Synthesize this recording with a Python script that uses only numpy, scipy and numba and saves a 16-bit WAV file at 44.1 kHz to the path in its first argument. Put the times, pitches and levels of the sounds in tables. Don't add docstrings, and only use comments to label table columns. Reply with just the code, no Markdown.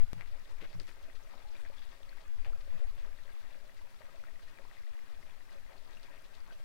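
import sys
import numpy as np
from scipy import signal
from scipy.fft import rfft, irfft
from scipy.io import wavfile
from scipy.ndimage import uniform_filter1d
from numba import njit

SR = 44100
rng = np.random.default_rng(int(sys.argv[2]) if len(sys.argv) > 2 else 0)


def digitize_waveform(pressure):
    field = np.atleast_2d(pressure).T
    bounded = np.clip(field, -1, 1)
    quanta = np.round(bounded * 32767).astype(np.int16)
    wavfile.write(sys.argv[1], SR, quanta)


N = 292824
T = np.arange(N) / SR
TOP_HZ = 15800

# frequency in Hz, relative gain in dB.
WASH_EQ = [(30, -4.5), (60, 3.5), (110, 2), (200, -3), (400, -5), (1000, -6), (2200, -6.5), (4500, -12.5),
           (7000, -16), (11000, -18), (15500, -20.5)]
# peak time in seconds, strength in dB, release in seconds.
AIR_GUSTS = [(0.027, -9.5, 0.027), (.13, -35, 0.11), (.3, -29.5, 0.47), (.79, -21, 0.038),
             (1.12, -33.5, 0.14), (1.6, -34, 0.3), (2.39, -24.5, 0.4), (2.82, -25, 0.32),
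             (4.45, -30.5, 0.092), (4.95, -34, 0.13), (6.55, -31.5, 0.12)]
# frequency in Hz, gain in dB, T60 in seconds.
HOUSING_MODES = [(109.5, -1.5, 0.18), (160, -1, 0.11), (175, -12, 0.071), (260, -27, 0.021)]
# start in seconds, strength in dB.
HOUSING_KNOCKS = [(0.137, -42), (0.163, -36), (.181, -51), (0.612, -47), (0.748, -34.5), (0.765, -35.5),
                  (2.293, -49), (2.738, -41.5), (5.192, -51)]
# centre in seconds, half length in seconds, level in dB, pitch in Hz.
RUSH_AND_SCUFFS = [(.004, 0.014, -54.5, 800), (.008, 0.015, -54, 2170), (0.206, 0.028, -60, 2160),
                   (0.211, 0.0049, -64, 3600), (0.283, 0.0088, -60.5, 3220), (0.347, 0.011, -59, 900),
                   (0.51, 0.017, -68, 6000), (0.623, 0.019, -54, 2600), (0.633, 0.014, -50, 450),
                   (0.647, 0.0098, -51.5, 2150), (0.63, 0.016, -70, 4570), (0.713, 0.014, -64, 3500),
                   (0.802, 0.0063, -52.5, 2100), (0.812, 0.022, -58, 410), (0.815, 0.0096, -63, 5600),
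                   (0.886, 0.023, -61, 4700), (0.887, 0.019, -70, 9800), (0.891, 0.012, -54, 2080),
                   (.895, 0.0083, -56, 426), (1.037, .018, -65.5, 4340), (1.159, 0.0084, -59.5, 3580),
                   (1.352, 0.036, -57.5, 744), (1.549, 0.0092, -59, 445), (1.58, 0.045, -62.5, 2130),
                   (1.601, 0.035, -69.5, 8950), (1.793, 0.026, -65, 3660), (2.214, .01, -63.5, 3930),
                   (2.467, 0.016, -55, 2320), (2.477, 0.024, -53, 696), (2.612, 0.005, -59, 3770),
                   (2.801, 0.028, -67.5, 3740), (2.995, .02, -63.5, 3780), (3.034, 0.023, -64.5, 2060),
                   (3.41, 0.019, -66, 4300), (3.519, .014, -62, 2270), (3.78, 0.02, -66, 4760),
                   (4.018, 0.0057, -54.5, 1050), (4.432, .012, -63.5, 3800), (4.491, 0.012, -63, 3630),
                   (4.748, 0.013, -62, 3350), (5.289, 0.031, -63.5, 2500), (5.524, 0.024, -64.5, 4200),
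                   (5.742, 0.019, -60.5, 850), (5.971, .007, -69, 6800), (6.036, 0.0055, -60, 4280),
                   (6.253, 0.016, -63, 3900), (6.352, 0.017, -62, 4100), (6.485, 0.019, -58, 1020),
                   (6.532, 0.0086, -59.5, 3530)]
# time in seconds, level in dB, pitch in Hz.
SPRAY_FLECKS = [(.395, -63, 6100), (.8005, -62, 9600), (.891, -66, 10400), (1.03, -69, 11200),
                (1.515, -68, 6300), (1.61, -70, 9700), (1.751, -69, 9600), (1.853, -64, 9400),
                (2.171, -65.5, 10800), (2.28, -66, 6700), (2.526, -72, 10600), (2.953, -66.5, 11500),
                (3.332, -65, 11200), (3.746, -66, 10200), (3.906, -69, 10700), (5.503, -69, 11400),
                (5.909, -64, 6200), (6.03, -67, 9200), (6.223, -65, 10600), (6.352, -68.5, 9500),
                (6.477, -64, 6400)]
# frequency in Hz, relative gain in dB.
RILL_EQ = [(400, 8), (800, -0.5), (1500, 9.5), (2800, -10), (4500, -12), (7000, -21), (15500, -28)]
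# start in seconds, peak in dB, pitch in Hz, life in cycles,
# left minus right in dB.
PLOP_BUBBLES = [(.2099, -29, 2110, 13, 22), (.221, -37, 2100, 12, 19), (.793, -48, 560, 28, 20),
                (.8, -32, 4500, 15, 22), (1.0845, -46, 575, 12, 24), (1.1, -43, 1910, 22, 40),
                (1.153, -45, 2060, 9, 20), (1.228, -56, 5400, 71, 13), (1.235, -55, 6170, 83, 17),
                (1.451, -55, 810, 87, -2), (1.553, -46.5, 2340, 75, 18), (1.6512, -41, 1910, 12, 13),
                (1.662, -49, 1610, 34, 24), (1.7, -42.5, 550, 17, 28), (1.782, -47, 3450, 66, 23),
                (1.8175, -50, 1500, 22, 24), (2.005, -46, 573, 13, 28), (2.032, -41, 3400, 11, 23),
                (2.093, -44, 4280, 36, 22), (2.1285, -46, 1560, 26, 9), (2.4475, -32.5, 2400, 7.8, 27),
                (2.4545, -43, 2080, 8, 10), (2.532, -50, 1290, 44, -4), (2.677, -47, 550, 18, 17),
                (2.728, -52, 1000, 41, 11), (2.8177, -44.5, 561, 38, 29), (2.845, -52, 705, 26, 1),
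                (2.98, -56, 1560, 78, 21), (3.1297, -45, 2100, 13, 26), (3.187, -48, 1830, 44, 14),
                (3.2795, -45, 1860, 17, 20), (3.291, -51, 1593, 89, 30.5), (3.508, -48.5, 1930, 23, 25),
                (3.5535, -51.5, 566, 46, 35), (3.6465, -51.5, 580, 37, 26), (3.696, -47, 1880, 28, 19),
                (3.7895, -55, 1960, 92, 19), (4.007, -45, 590, 20, 22), (4.019, -39, 1800, 7, 20),
                (4.1443, -46, 627, 26, 27), (4.239, -40, 1380, 18, 24), (4.287, -52, 644, 21, 20),
                (4.3573, -52, 1940, 69, 13), (4.587, -35.5, 1870, 6.5, 30), (4.595, -46.5, 540, 29, 21),
                (4.651, -42.5, 990, 12, 16), (4.7127, -43, 1840, 22, 17), (4.769, -46, 1910, 25, 19),
                (4.834, -48, 2000, 29, 17), (4.875, -57, 610, 36, 20), (4.991, -40, 1990, 9.3, 21),
                (5.1725, -48.5, 1580, 20, 26), (5.228, -45, 2000, 23, 19), (5.296, -50, 2380, 40, 18),
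                (5.407, -47, 1870, 24, 19), (5.493, -48.5, 1940, 32, 16), (5.5545, -52.5, 547, 64, 21),
                (5.6643, -48, 1960, 26, 26), (5.78, -49, 4180, 38, 20), (5.862, -53.5, 610, 24, 25),
                (5.9713, -46.5, 2710, 55, 9), (6.0314, -39.5, 4120, 10, -27), (6.081, -57, 960, 110, 20),
                (6.352, -42.5, 4030, 16, 22), (6.404, -46.5, 4600, 26, 18), (6.508, -48, 1500, 85, 22),
                (6.523, -46, 620, 16, 24), (6.524, -47, 3100, 14, 23), (6.599, -49, 597, 24, 29)]
# centre in seconds, half length in seconds, rise in dB.
SPRAY_GUSHES = [(1.552, 0.15, 5), (1.823, 0.097, 9.5), (5.946, 0.063, 7.5)]
# resonance in Hz, width in Hz, relative gain in dB.
STONE_HOLLOWS = [(565, 27, 7), (632.5, 28, 4.5), (979.5, 11.3, 7.5), (1197, 130, 3), (1606, 17, 11),
                 (1860, 105, 2), (2512, 9.5, 9), (3400, 39, 3.5), (3580, 130, -2)]
# frequency in Hz, relative gain in dB.
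RIFFLE_EQ = [(120, -3.5), (280, 0.5), (480, 1), (800, 0.5), (1400, -3.5), (2100, 0.14), (2700, -3),
             (3000, -7.5), (4500, -5), (6500, -18), (10000, -33), (15500, -24.5)]


def undb(db):
    return 10 ** (np.asarray(db) / 20)


def level(x, db):
    return x * undb(db) / np.sqrt(np.mean(x ** 2))


def decay(age_s, t60_s):
    return np.exp(-np.log(1000) * age_s / t60_s)


def walk(rate_hz):
    hold = int(SR / rate_hz)
    steps = np.repeat(rng.standard_normal(N // hold + 1), hold)
    return np.sqrt(2) * uniform_filter1d(uniform_filter1d(steps, hold), hold)[:N]


def colour(x, points):
    hz, db = np.transpose(points)
    size = 4096
    bins_hz = np.fft.rfftfreq(size, 1 / SR) + 1
    cepstrum = irfft(np.log(undb(np.interp(np.log(bins_hz), np.log(hz), db))))
    cepstrum[1:size // 2] *= 2
    cepstrum[size // 2 + 1:] = 0
    return signal.fftconvolve(x, irfft(np.exp(rfft(cepstrum))))[:N]


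def resonate(x, hz, width_hz):
    return signal.lfilter(*signal.iirpeak(hz, hz / width_hz, SR), x)


def place(x, pan_db):
    return x * undb([[min(pan_db, 0)], [min(-pan_db, 0)]])


@njit
def ring(start_s, hz, cycles, amplitude, glide):
    out = np.zeros(N)
    for k in range(len(start_s)):
        first, length = int(start_s[k] * SR), int(cycles[k] * SR / hz[k]) + 2
        phasor = amplitude[k] + 0j
        pole = np.exp(2j * np.pi * hz[k] / SR - 5.76 / length)
        rise = np.exp(2j * np.pi * hz[k] / SR * glide / length)
        for i in range(max(first, 0), min(first + length, N)):
            phasor *= pole
            pole *= rise
            out[i] += phasor.imag
    return out


def babble(per_s, low_hz, high_hz, cycles, spread_db, lag_s, glide, count):
    wavelets = rng.random((int(per_s * N / SR), 3 + 4 * count))
    when, pitch, force = wavelets[:, :3].T[:, :, None]
    late, detune, damping, strength = wavelets[:, 3:].reshape(-1, 4, count).transpose(1, 0, 2)
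    start_s = when * N / SR - lag_s * np.log(late)
    centre_hz = (np.sqrt(low_hz) + pitch * (np.sqrt(high_hz) - np.sqrt(low_hz))) ** 2
    hz = np.minimum(centre_hz * 2 ** (detune - .5), TOP_HZ)
    life_cycles = cycles * 3 ** (damping - .5)
    amplitude = undb(-spread_db * np.log(.05 + force) - 2.2 * np.log(.015 + strength))
    amplitude *= hz ** .75
    return ring(start_s.ravel(), hz.ravel(), life_cycles.ravel(), amplitude.ravel(), glide)


def burst(centre_s, half_s, db, hz, cycles, octaves, count, spread_db=2.3):
    when, pitch, force = np.clip(rng.standard_normal((count, 3)).T, -2, 2)
    start_s = np.abs(centre_s + 2 * half_s * np.expm1(when / 3))
    grain_hz = np.minimum(hz * 2 ** (octaves * pitch), TOP_HZ)
    grains = ring(start_s, grain_hz, np.full(count, float(cycles)), undb(spread_db * force), 0.)
    return grains * undb(db) / np.sqrt(np.sum(grains ** 2) / (2 * half_s * SR))


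def wash():
    common, left, right = (level(colour(rng.standard_normal(N), WASH_EQ), 0) for _ in range(3))
    sides = np.array([undb(-64.5) * left, undb(-66) * right])
    return sides * undb(.19 * walk(9)) + undb(-81.5) * common


def gusts(calm_db=-37.5, attack_s=.14):
    swells = [undb(db) * np.exp(-np.maximum((peak_s - T) / attack_s, (T - peak_s) / release_s))
              for peak_s, db, release_s in AIR_GUSTS]
    return np.sqrt(undb(calm_db) ** 2 + np.sum(np.square(swells), axis=0))


def breeze(sway_hz=6.4, width_hz=9):
    strength = gusts()
    eddies = np.array([resonate(rng.standard_normal(N + SR), sway_hz, width_hz) for _ in range(2)])
    eddies = np.tanh(level(eddies[:, SR:], 8)) * strength
    fade_in = np.minimum(T / .02, 1)
    eddies = signal.sosfiltfilt(signal.butter(4, 15, fs=SR, output="sos"), eddies * fade_in)
    rumble = signal.sosfilt(signal.butter(4, 36, fs=SR, output="sos"), rng.standard_normal(N))
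    drone_hz = HOUSING_MODES[0][0]
    drone = resonate(resonate(rng.standard_normal(N), drone_hz, 25), drone_hz, 25)
    buffet = (level(rumble, -26.5) + level(drone, -41)) * strength
    pressure = place(eddies[0] + buffet, 13) * [[1], [-1]]
    return pressure + place(eddies[1], -8.5) * undb(-13.5)


def click(at_s=.1322, peak_db=-25, rise_s=.012):
    sway = undb(peak_db) * (T < at_s) * np.exp(-np.abs(T - at_s) / rise_s)
    return place(sway, 13) * [[1], [-1]]


def knocks(contact_s=.0078, rub_t60_s=.13):
    blows, age_s = np.zeros(N), T[:SR // 2]
    for start_s, db in HOUSING_KNOCKS:
        blows[int(start_s * SR)] += undb(db)
    onset = 1 - np.exp(-age_s / contact_s)
    modes = sum(undb(db) * decay(age_s, t60_s) * np.sin(2 * np.pi * hz * age_s)
                for hz, db, t60_s in HOUSING_MODES)
    thuds = signal.fftconvolve(blows, modes * onset)[:N]
    grip = signal.fftconvolve(blows, onset * decay(age_s, rub_t60_s))[:N]
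    friction = colour(rng.standard_normal(N), [(40, 3), (170, -12), (350, -27), (1500, -46)])
    rub = grip * level(friction, -7)
    return place(thuds + rub, 12.7) * [[1], [-1]]


def rush_and_scuffs():
    return place(sum(burst(*row, cycles=10, octaves=.33, count=90) for row in RUSH_AND_SCUFFS), 16)


def flecks(half_s=.0013):
    drops = sum(burst(time_s, half_s, db, hz, cycles=20, octaves=.13, count=7)
                for time_s, db, hz in SPRAY_FLECKS)
    return place(drops, 9)


def splashes():
    drops = babble(9, 3500, 8000, cycles=24, spread_db=1.2, lag_s=.012, glide=.05, count=9)
    drops = colour(drops, [(3000, 9), (5500, 5), (8000, -16), (15000, -26)])
    return place(level(drops, -81.5), 16)


def rill():
    bubbles = babble(50, 703, 4990, cycles=44, spread_db=2.6, lag_s=.008, glide=.073, count=2)
    pings = babble(45, 4910, 13400, cycles=28, spread_db=2.8, lag_s=.0045, glide=.071, count=2)
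    bubbles = level(colour(bubbles, RILL_EQ), -78.5)
    pings = level(colour(pings, RILL_EQ), -75.5)
    return place(bubbles, 9.5) + place(pings, 13)


def plops(glide=.17):
    one = np.ones(1)
    return sum(place(ring(start_s * one, hz * one, cycles * one, undb(db) * one, glide), pan_db)
               for start_s, db, hz, cycles, pan_db in PLOP_BUBBLES)


def gushes_db():
    return sum(db * np.exp(-((T - centre_s) / half_s) ** 2) for centre_s, half_s, db in SPRAY_GUSHES)


def hollow(x, hz, width_hz, drift=.0094):
    carrier = np.exp(2j * np.pi * np.cumsum(hz * (1 + drift * walk(6))) / SR)
    pole = np.exp(-np.pi * width_hz / SR)
    return 2 * (carrier * signal.lfilter([1 - pole], [1, -pole], x * carrier.conj())).real


def riffle():
    gurgle = babble(420, 180, 3000, cycles=14, spread_db=1.5, lag_s=.006, glide=.1, count=5)
    plips = babble(80, 480, 2700, cycles=28, spread_db=.8, lag_s=.008, glide=.08, count=1)
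    spray = babble(520, 2880, 14850, cycles=19, spread_db=2.5, lag_s=.005, glide=.085, count=4)
    spray = level(spray, 4) * undb(1.4 * walk(14) + gushes_db())
    gurgle = level(gurgle, -.5) * undb(2.8 * walk(24))
    water = colour(gurgle + level(plips, -6) + spray, RIFFLE_EQ)
    ringing = sum(undb(db - 3.5) * hollow(water, hz, width_hz) for hz, width_hz, db in STONE_HOLLOWS)
    return place(level(water + ringing, -60), 36)


def banks(x, tail_db=-10.5, t60_s=.13, delay_s=.0023):
    age_s = T[:SR // 4]
    tails = rng.standard_normal((2, len(age_s))) * (age_s > delay_s) * decay(age_s, t60_s)
    tails *= undb(tail_db) / np.linalg.norm(tails, axis=1, keepdims=True)
    return x + signal.fftconvolve(x, tails, axes=1)[:, :N]


def scene():
    water = banks(riffle() + rill() + splashes() + plops())
    return water + flecks() + wash() + rush_and_scuffs() + knocks() + breeze() + click()


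def record(dry):
    return signal.sosfilt(signal.ellip(10, .1, 70, TOP_HZ, fs=SR, output="sos"), dry)


dry = scene()
out = record(dry)
digitize_waveform(out)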